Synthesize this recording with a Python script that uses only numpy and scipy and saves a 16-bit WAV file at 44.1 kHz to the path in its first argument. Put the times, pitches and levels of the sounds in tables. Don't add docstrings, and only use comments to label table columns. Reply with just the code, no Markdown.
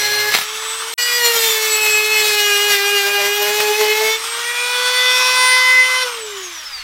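import sys
import numpy as np
from scipy import signal
from scipy.fft import rfft, irfft, next_fast_len
from scipy.io import wavfile
from scipy.ndimage import uniform_filter1d, map_coordinates

SR = 44100
rng = np.random.default_rng(int(sys.argv[2]) if len(sys.argv) > 2 else 0)


def materialize(psi):
    bounded = np.clip(np.atleast_2d(psi).T, -1, 1)
    quanta = np.round(bounded * 32767).astype(np.int16)
    wavfile.write(sys.argv[1], SR, quanta)


N = 301198
TIME = np.arange(N) / SR
MAINS_HZ = 60
IDLE_HZ = 511.3
OFF_S = 6.018
# start_s [s], rub_db, grind_db, dust_db, hum_db [dB]
LONG_CUT = [(1.05, -20.5, -28.5, -28.5, -39), (1.3, -16, -25.5, -25, -22), (1.5, -18, -26, -25.5, -27.5),
            (2.05, -19.5, -29, -29.5, -26), (2.5, -16, -25.5, -26.5, -24.5), (2.95, -17.5, -27, -28.5, -25),
            (3.35, -19.5, -28, -29, -24), (3.8, -21.5, -24, -29.5, -19), (4.1, -18, -25.5, -29, -22),
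            (4.18, -19, -30, -35, -28.5)]
# start_s [s], end_s [s], level_db [dB]
BOUNCES = [(3.053, 3.13, -29), (3.183, 3.295, -25), (3.412, 3.515, -25), (3.583, 3.686, -27.5),
           (3.797, 3.88, -29), (4.011, 4.1, -29)]
# silent_from_s, silent_until_s, full_level_s [s]
DROPOUT = (.94, .977, .988)
# time_s [s], hiss_change_db, rattle_change_db, drone_change_db [dB]
TURNING = [(4.2, -1.5, -3.5, -1), (4.8, 1, 0, 0), (5.25, 4, 1.5, 0), (5.6, 1.5, .3, 0.5),
           (5.8, -1.5, -3.5, 2), (6.1, -2.5, -2.5, -10)]


def amp(db):
    return 10 ** (np.asarray(db) / 20)


def unit(x):
    return x / np.sqrt(np.mean(x ** 2) + 1e-20)


def along(points, hz):
    point_hz, point_db = np.transpose(points)
    return np.interp(np.log(hz + 1), np.log(point_hz), point_db)


def curves(rows):
    time_s, *columns = np.transpose(rows)
    return [np.interp(TIME, time_s, column) for column in columns]


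def wobble(rate):
    coarse = TIME[::32]
    points = rng.standard_normal(int(TIME[-1] * rate) + 4)
    return np.interp(TIME, coarse, map_coordinates(points, [coarse * rate]))


def during(start, end, fade):
    rise = (TIME - start) / fade + .5 if start > fade else 1
    fall = (end - TIME) / fade + .5
    return np.clip(np.minimum(rise, fall), 0, 1)


def filtered(x, response):
    length = next_fast_len(N + SR // 4)
    gain = response(np.fft.rfftfreq(length, 1 / SR))
    return irfft(rfft(x, length) * gain, length)[:N]


def noise(colour, drive=1, patchy_db=0):
    spectrum = signal.stft(drive * rng.standard_normal(N), nperseg=1024)[2]
    patches = uniform_filter1d(rng.standard_normal(spectrum.shape), size=5, axis=0)
    patches = uniform_filter1d(patches, size=9, axis=1)
    patchy = signal.istft(spectrum * amp(patchy_db * unit(patches)), nperseg=1024)[1][:N]
    return unit(filtered(patchy, lambda hz: amp(along(colour, hz))))


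def recurring(x, speed, share):
    def earlier(turns):
        return map_coordinates(x, [np.arange(N) - turns * SR / speed])
    return unit(x + share * earlier(1) + share * share * earlier(2))


def mains_throb(depth):
    return (1 + depth * np.cos(4 * np.pi * MAINS_HZ * TIME)) / np.sqrt(1 + depth ** 2 / 2)


def partial(angle, order, waver_db, rough, flutter=0):
    start, lag = rng.uniform(0, 2 * np.pi, 2)
    torque = np.cos(4 * np.pi * MAINS_HZ * TIME + lag)
    phase = order * angle + start + rough * wobble(70) + flutter * torque
    return np.sqrt(2) * amp(waver_db * wobble(24)) * np.sin(phase)


def buzz(speed, angle, colour, boost, waver_db, drift_db, rough, flutter, count):
    stack = np.zeros(N)
    for k in range(2, count):
        has_own_voice = k in (4, 6, 18)
        below_colour = k * speed.max() < colour[0][0]
        if has_own_voice or below_colour:
            continue
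        level_db = along(colour, k * speed) + boost(k * speed) + drift_db * wobble(3.967)
        reach = min(k / 6, 1.3)
        stack += amp(level_db) * partial(angle, k, waver_db, rough * reach, flutter * reach)
    return unit(stack)


def resonance(modes, hz):
    coarse_hz = hz[::32]
    boost_db = sum(db * np.exp(-((coarse_hz - centre) / width) ** 2) for centre, width, db in modes)
    return np.interp(TIME, TIME[::32], boost_db)


def pressed_boost(hz):
    # pitch_hz [Hz], half_width_hz [Hz], boost_at_start_db [dB], boost_at_end_db [dB]
    long_modes = np.array([(1215, 30, 5, 3.5), (1400, 64, 7, 0), (1627, 68, 10, 7), (1932, 55, 10.5, 0),
                           (2023, 31, 5, 7), (2180, 70, 2, 13), (2425, 55, 9, 10), (2550, 68, 18, 10),
                           (2900, 110, 7, 8), (2840, 45, 7, 4), (3554, 50, 10, 12), (4260, 130, 14, 3),
                           (4840, 20, 13, 1), (5750, 150, 6, 5), (7105, 140, 9, 5), (7750, 120, 10, 5)])
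    # pitch_hz [Hz], half_width_hz [Hz], boost_db [dB]
    shallow_modes = [(847.5, 7.6, 10), (1678, 27, 17), (2086, 45, 11.5), (4180, 140, 15), (5830, 40, 17)]
    depth = np.interp(TIME, [LONG_CUT[0][0], LONG_CUT[-1][0]], [0, 1])
    entering = resonance(long_modes[:, [0, 1, 2]], hz)
    sunk = resonance(long_modes[:, [0, 1, 3]], hz)
    return np.where(TIME < DROPOUT[0], resonance(shallow_modes, hz), entering + depth * (sunk - entering))


def free_boost(hz):
    free_modes = [(498.7, 12, 10.5), (985, 12, 5), (1015, 11, 8), (1913, 18, 9.5), (2006, 14, 9.5),
                  (2035, 9.4, 14.5), (2421, 38, 7.5), (2526, 13, 5.5), (3048, 10, 5), (3510, 22, 7),
                  (4490, 35, 7), (4570, 20, 4), (4060, 16, 3), (5075, 17, 3), (5550, 28, 10)]
    return resonance(free_modes, hz)


def switched_off():
    return np.clip((TIME - OFF_S) / .18, 0, 1)


def shaft_speed():
    # time_s [s], speed_hz [turns per second]
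    first_speed = [(0, 416), (.22, 419), (.44, 425.4)]
    long_speed = [(0.98, 485.2), (1.18, 483.6), (1.55, 438.3), (1.9, 426.1), (1.98, 425.4), (2.14, 430.6),
                  (2.56, 406.7), (2.68, 414.0), (2.79, 399.1), (2.92, 408.6), (3.04, 399.1), (3.11, 406.7),
                  (3.23, 403.0), (3.37, 413.2), (3.42, 411.4), (3.59, 421.8), (3.73, 420.2), (3.8, 428.8),
                  (3.87, 424.5), (4.16, 443.9)]
    first_idle_hz, recover_s, brake_hz_per_s = 469.7, .46, 338

    def cut_and_lift(cut, idle_hz):
        lifted_s = np.maximum(TIME - cut[-1][0], 0)
        return idle_hz + (curves(cut)[0] - idle_hz) * np.exp(-lifted_s / recover_s)
    before_silence = cut_and_lift(first_speed, first_idle_hz)
    after_silence = cut_and_lift(long_speed, IDLE_HZ)
    powered = np.where(TIME < DROPOUT[1], before_silence, after_silence)
    return powered - brake_hz_per_s * np.maximum(TIME - OFF_S, 0)


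def contact(first, second):
    # time_s [s], rub_db, grind_db, dust_db, hum_db [dB]
    first_cut = [(0, -24.5, -22, -29.5, -33.5), (.2, -23.5, -24, -29.5, -29.5), (.29, -22.5, -26, -30, -28),
                 (.315, -27, -22, -30, -38), (.35, -26, -17, -29, -41), (.385, -29, -24, -30, -40),
                 (.44, -27, -21, -27, -42)]
    return [first * amp(a) + second * amp(b) for a, b in zip(curves(first_cut), curves(LONG_CUT))]


def rattling(speed, load):
    free_db = np.maximum(-13.5 - 0.25 * (IDLE_HZ - speed), -29)
    return amp(free_db - 8.8 * load - 7.5 * switched_off())


def cutting(speed, angle, first, second):
    # pitch_hz [Hz], level_db [dB]
    rub_colour, sizzle_colour = [(1300, -6), (2000, -1.5), (2700, -4), (3400, -2), (4300, -4.5),
                                 (5700, -6.5), (7000, -8.5)], [(5800, -16), (6800, 6), (7800, -2), (9500, -7), (11000, 0),
                                              (11800, 1.5), (13200, 3), (14500, 0), (16000, -5)]
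    grind_colour, dust_colour = [(30, -61), (110, -20), (165, -15.5), (280, -24), (450, -11.5), (800, -7),
                                 (1400, -6.5), (2100, 1.5), (2700, -3), (3600, -0.5), (4600, -2.5),
                                 (5900, -2.5), (7500, -20), (12000, -60)], [(2500, -54), (5200, -24), (6400, -5.5), (7800, 3.5),
                                                (9500, -0.5), (11800, -3), (13000, 3.5), (14200, 0),
                                                (16000, -10)]
    # start_s [s], end_s [s], extra_grit_db [dB]
    hand_pushes = [(1.28, 1.564, 5), (1.697, 1.914, 4.5), (2.165, 2.335, 6), (2.7, 2.793, 5.5)]

    rub, grind, dust, _ = contact(first, second)
    push_db = sum(db * during(start, end, 0.083) for start, end, db in hand_pushes)
    push_db = push_db + 3 * sum(during(start, end, 0.034) for start, end, _ in BOUNCES)
    grind = grind * amp(push_db)
    dust = dust * amp(0.54 * push_db)

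    pressure = amp(1.17 * wobble(35))
    once_a_turn = 1 + 0.32 * np.cos(angle)
    bite = once_a_turn * amp(0.8 * wobble(160)) * mains_throb(0.062)
    shaken = angle + 0.0073 * wobble(120)
    tone = buzz(speed, shaken, rub_colour, pressed_boost,
                waver_db=2.6, drift_db=1.1, rough=0.18, flutter=0.13, count=17)
    sizzle = buzz(speed, shaken, sizzle_colour, pressed_boost,
                  waver_db=3.4, drift_db=1.5, rough=0.33, flutter=.15, count=39)
    grit = recurring(noise(grind_colour, bite, patchy_db=2), speed, share=0.2)
    powder = recurring(noise(dust_colour, bite, patchy_db=3.5), speed, share=.3)
    rubbing = amp(-1.0) * rub * tone
    dusting = dust * (amp(-2.0) * sizzle + powder)
    return pressure * (rubbing + grind * grit + dusting)


def unbalance_hum(speed, angle, first, second):
    _, _, _, pressed_hum = contact(first, second)
    load = first + second
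    stutter_db = 1.9 * during(2.9, 4.16, .1) * wobble(28)
    free_hum = amp(-38.5 + 5 * switched_off() + free_boost(speed))
    free_hum = free_hum / (1 + (362 / speed) ** 24)
    hum = (pressed_hum + (1 - load) * free_hum) * amp(stutter_db)
    hum = hum * partial(angle, order=1, waver_db=1.0, rough=0.057, flutter=0.025)
    octave = pressed_hum * amp(-6.5 + 4 * first)
    return hum + octave * partial(angle, order=2, waver_db=2.8, rough=.15, flutter=.05)


def drone_and_ring(speed, angle, first, second):
    load = first + second
    rub = contact(first, second)[0]
    rattle = rattling(speed, load)

    def driven(pressed_db, free_db, order):
        pressed = rub * amp(pressed_db + pressed_boost(order * speed))
        free = rattle * amp(free_db + free_boost(order * speed))
        return np.hypot(pressed, free)
    loose = load + 1.8 * during(6.02, 6.7, 0.033)
    shaken = angle + 0.02 * loose * wobble(90)
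    drone = driven(-14.5, -13 + curves(TURNING)[2], order=4) * amp(1.7 * loose * wobble(55))
    drone = drone * partial(shaken, order=4, waver_db=1.6, rough=.04, flutter=0.11)
    ring = driven(-15.5, -16.5, order=6) * amp(1.7 * loose * wobble(55))
    ring = ring * partial(shaken, order=6, waver_db=2.6, rough=0.065, flutter=0.26)
    return drone + ring


def motor_whistle(angle, load):
    # start_s [s], end_s [s], boost_db [dB]
    whistle_swells = [(.65, .96, 5), (1.66, 2.33, 10.5), (1.68, 1.95, 8), (5.35, 5.575, 11.5)]
    off = switched_off()
    swell_db = sum(db * during(start, end, 0.081) for start, end, db in whistle_swells)
    level_db = -35 - 6.5 * load - 2.5 * off + swell_db + 3.3 * off * wobble(45)
    shaken = angle + .04 * off * wobble(150)
    whistle = amp(level_db) * partial(shaken, order=18, waver_db=3.5, rough=0.28, flutter=.15)
    lower = amp(-49.5) * off * partial(angle, order=16, waver_db=4, rough=.6)
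    return whistle + lower


def spindle_rattle(speed, angle, load):
    rattle_colour = [(500, -17), (880, 0.5), (1000, -3), (1500, 3.5), (2500, 1), (3500, 3), (4500, -4.5),
                     (5600, -3.5), (7000, -17), (10000, -18), (16000, -30)]
    facing_db = curves(TURNING)[1]
    orders = buzz(speed, angle, rattle_colour, free_boost,
                  waver_db=1.6, drift_db=1.76, rough=.09, flutter=0.58, count=28)
    shudder_db = 2.2 * during(6.02, 6.2, .03) * wobble(60)
    return rattling(speed, load) * amp(-1.2 + facing_db + shudder_db) * orders * mains_throb(0.12)


def fan_and_brushes(speed, angle, load):
    # pitch_hz [Hz], level_db [dB]
    air_colour, hiss_colour = [(30, -38), (200, -29), (400, -14), (700, -12), (1150, 2.5), (1800, -2.5),
                               (2600, -1.5), (3500, 0.5), (4400, -7), (5700, -3), (7500, -21), (12000, -53)], [(2500, -50), (5200, -6), (6300, 1), (7500, 0), (9000, -3),
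                                            (11000, -5.5), (13000, -6.5), (16000, -13.5)]
    sag, off = IDLE_HZ - speed, switched_off()
    moved_db = curves(TURNING)[0]
    pulsing = (1 + 0.29 * np.cos(angle)) * mains_throb(0.072) * amp(0.83 * wobble(40))
    air_db = -24 - 0.03 * sag - 1.2 * load - 2.5 * off + .3 * moved_db
    hiss_db = -30.5 - .02 * sag - 3.5 * load - 4.2 * off + moved_db
    air = amp(air_db) * noise(air_colour, pulsing, patchy_db=2.5)
    return air + amp(hiss_db) * noise(hiss_colour, pulsing, patchy_db=2.5)


def mains_buzz(angle, first):
    mains = 4 * np.pi * MAINS_HZ * TIME
    sides = amp(-39) * np.sin(angle + mains) + amp(-49.5) * np.sin(angle - mains)
    return first * during(0, 0.333, .04) * (amp(-47) * np.sin(mains) + sides)


def workshop():
    room_colour = [(20, 0), (60, -4), (100, 1), (300, -6), (2000, -18), (16000, -50)]
    rumble = amp(-53) * during(6.68, 7.9, .08) * noise([(20, -5), (45, 0), (90, -16), (300, -50)])
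    hum = amp(-59) * np.sin(2 * np.pi * MAINS_HZ * TIME)
    return amp(-64.5) * noise(room_colour) + hum + rumble


def snags():
    # [dB, before the colour and a final trim]
    snag_times = [(0.321, -1), (0.337, -5), (0.341, 1.5), (0.349, 5), (0.353, -16), (0.365, -3),
                  (0.374, -3), (0.387, -1), (0.413, -3), (3.602, 4), (3.811, 1)]
    stone_colour = [(30, -70), (90, -36), (160, -9), (280, -17.5), (700, -2.5), (1700, -2), (3200, -3),
                    (6000, -14), (9000, -17), (16000, -18)]
    blows = sum(amp(db) * (TIME >= s) * amp(-60 * np.abs(TIME - s) / 0.034) for s, db in snag_times)
    return amp(-3.5) * filtered(blows * rng.standard_normal(N), lambda hz: amp(along(stone_colour, hz)))


def cage_growl(angle):
    growl_spells = [(1.2, 1.5, -59), (1.778, 2.45, -55)]
    level = sum(amp(db) * during(start, end, .08) for start, end, db in growl_spells)
    return level * partial(angle, order=4 / 11, waver_db=3, rough=0.22)


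def chatter(angle):
    level = sum(amp(db) * during(start, end, 0.033) for start, end, db in BOUNCES)
    lines = sum(amp(-8 * np.log10(k)) * partial(angle, k + .5, waver_db=2.5, rough=.5) for k in range(1, 16))
    low = partial(angle, order=1 / 2, waver_db=2.5, rough=0.98)
    return level * (unit(lines) + amp(-26) * low)


def scene():
    first, second = during(0, 0.443, 0.05), during(0.93, 4.17, 0.039)
    load = first + second
    speed = shaft_speed() * (1 + 0.00079 * load * wobble(25.06))
    angle = 2 * np.pi * np.cumsum(speed) / SR
    stone = cutting(speed, angle, first, second) + snags() + chatter(angle)
    tones = unbalance_hum(speed, angle, first, second) + drone_and_ring(speed, angle, first, second)
    tones = tones + motor_whistle(angle, load) + mains_buzz(angle, first) + cage_growl(angle)
    motor = spindle_rattle(speed, angle, load) + fan_and_brushes(speed, angle, load)
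    return np.tile(stone + tones + motor + workshop(), (2, 1))


def record(dry):
    stop, resume, full = DROPOUT
    gate = np.interp(TIME, [stop - .001, stop, resume, full], [1, 0, 0, 1])
    rounded = dry / (1 + np.abs(dry / .95) ** 8) ** (1 / 8)
    return np.array([filtered(x, lambda hz: hz < 15950) for x in rounded * gate])


dry = scene()
out = record(dry)
materialize(out)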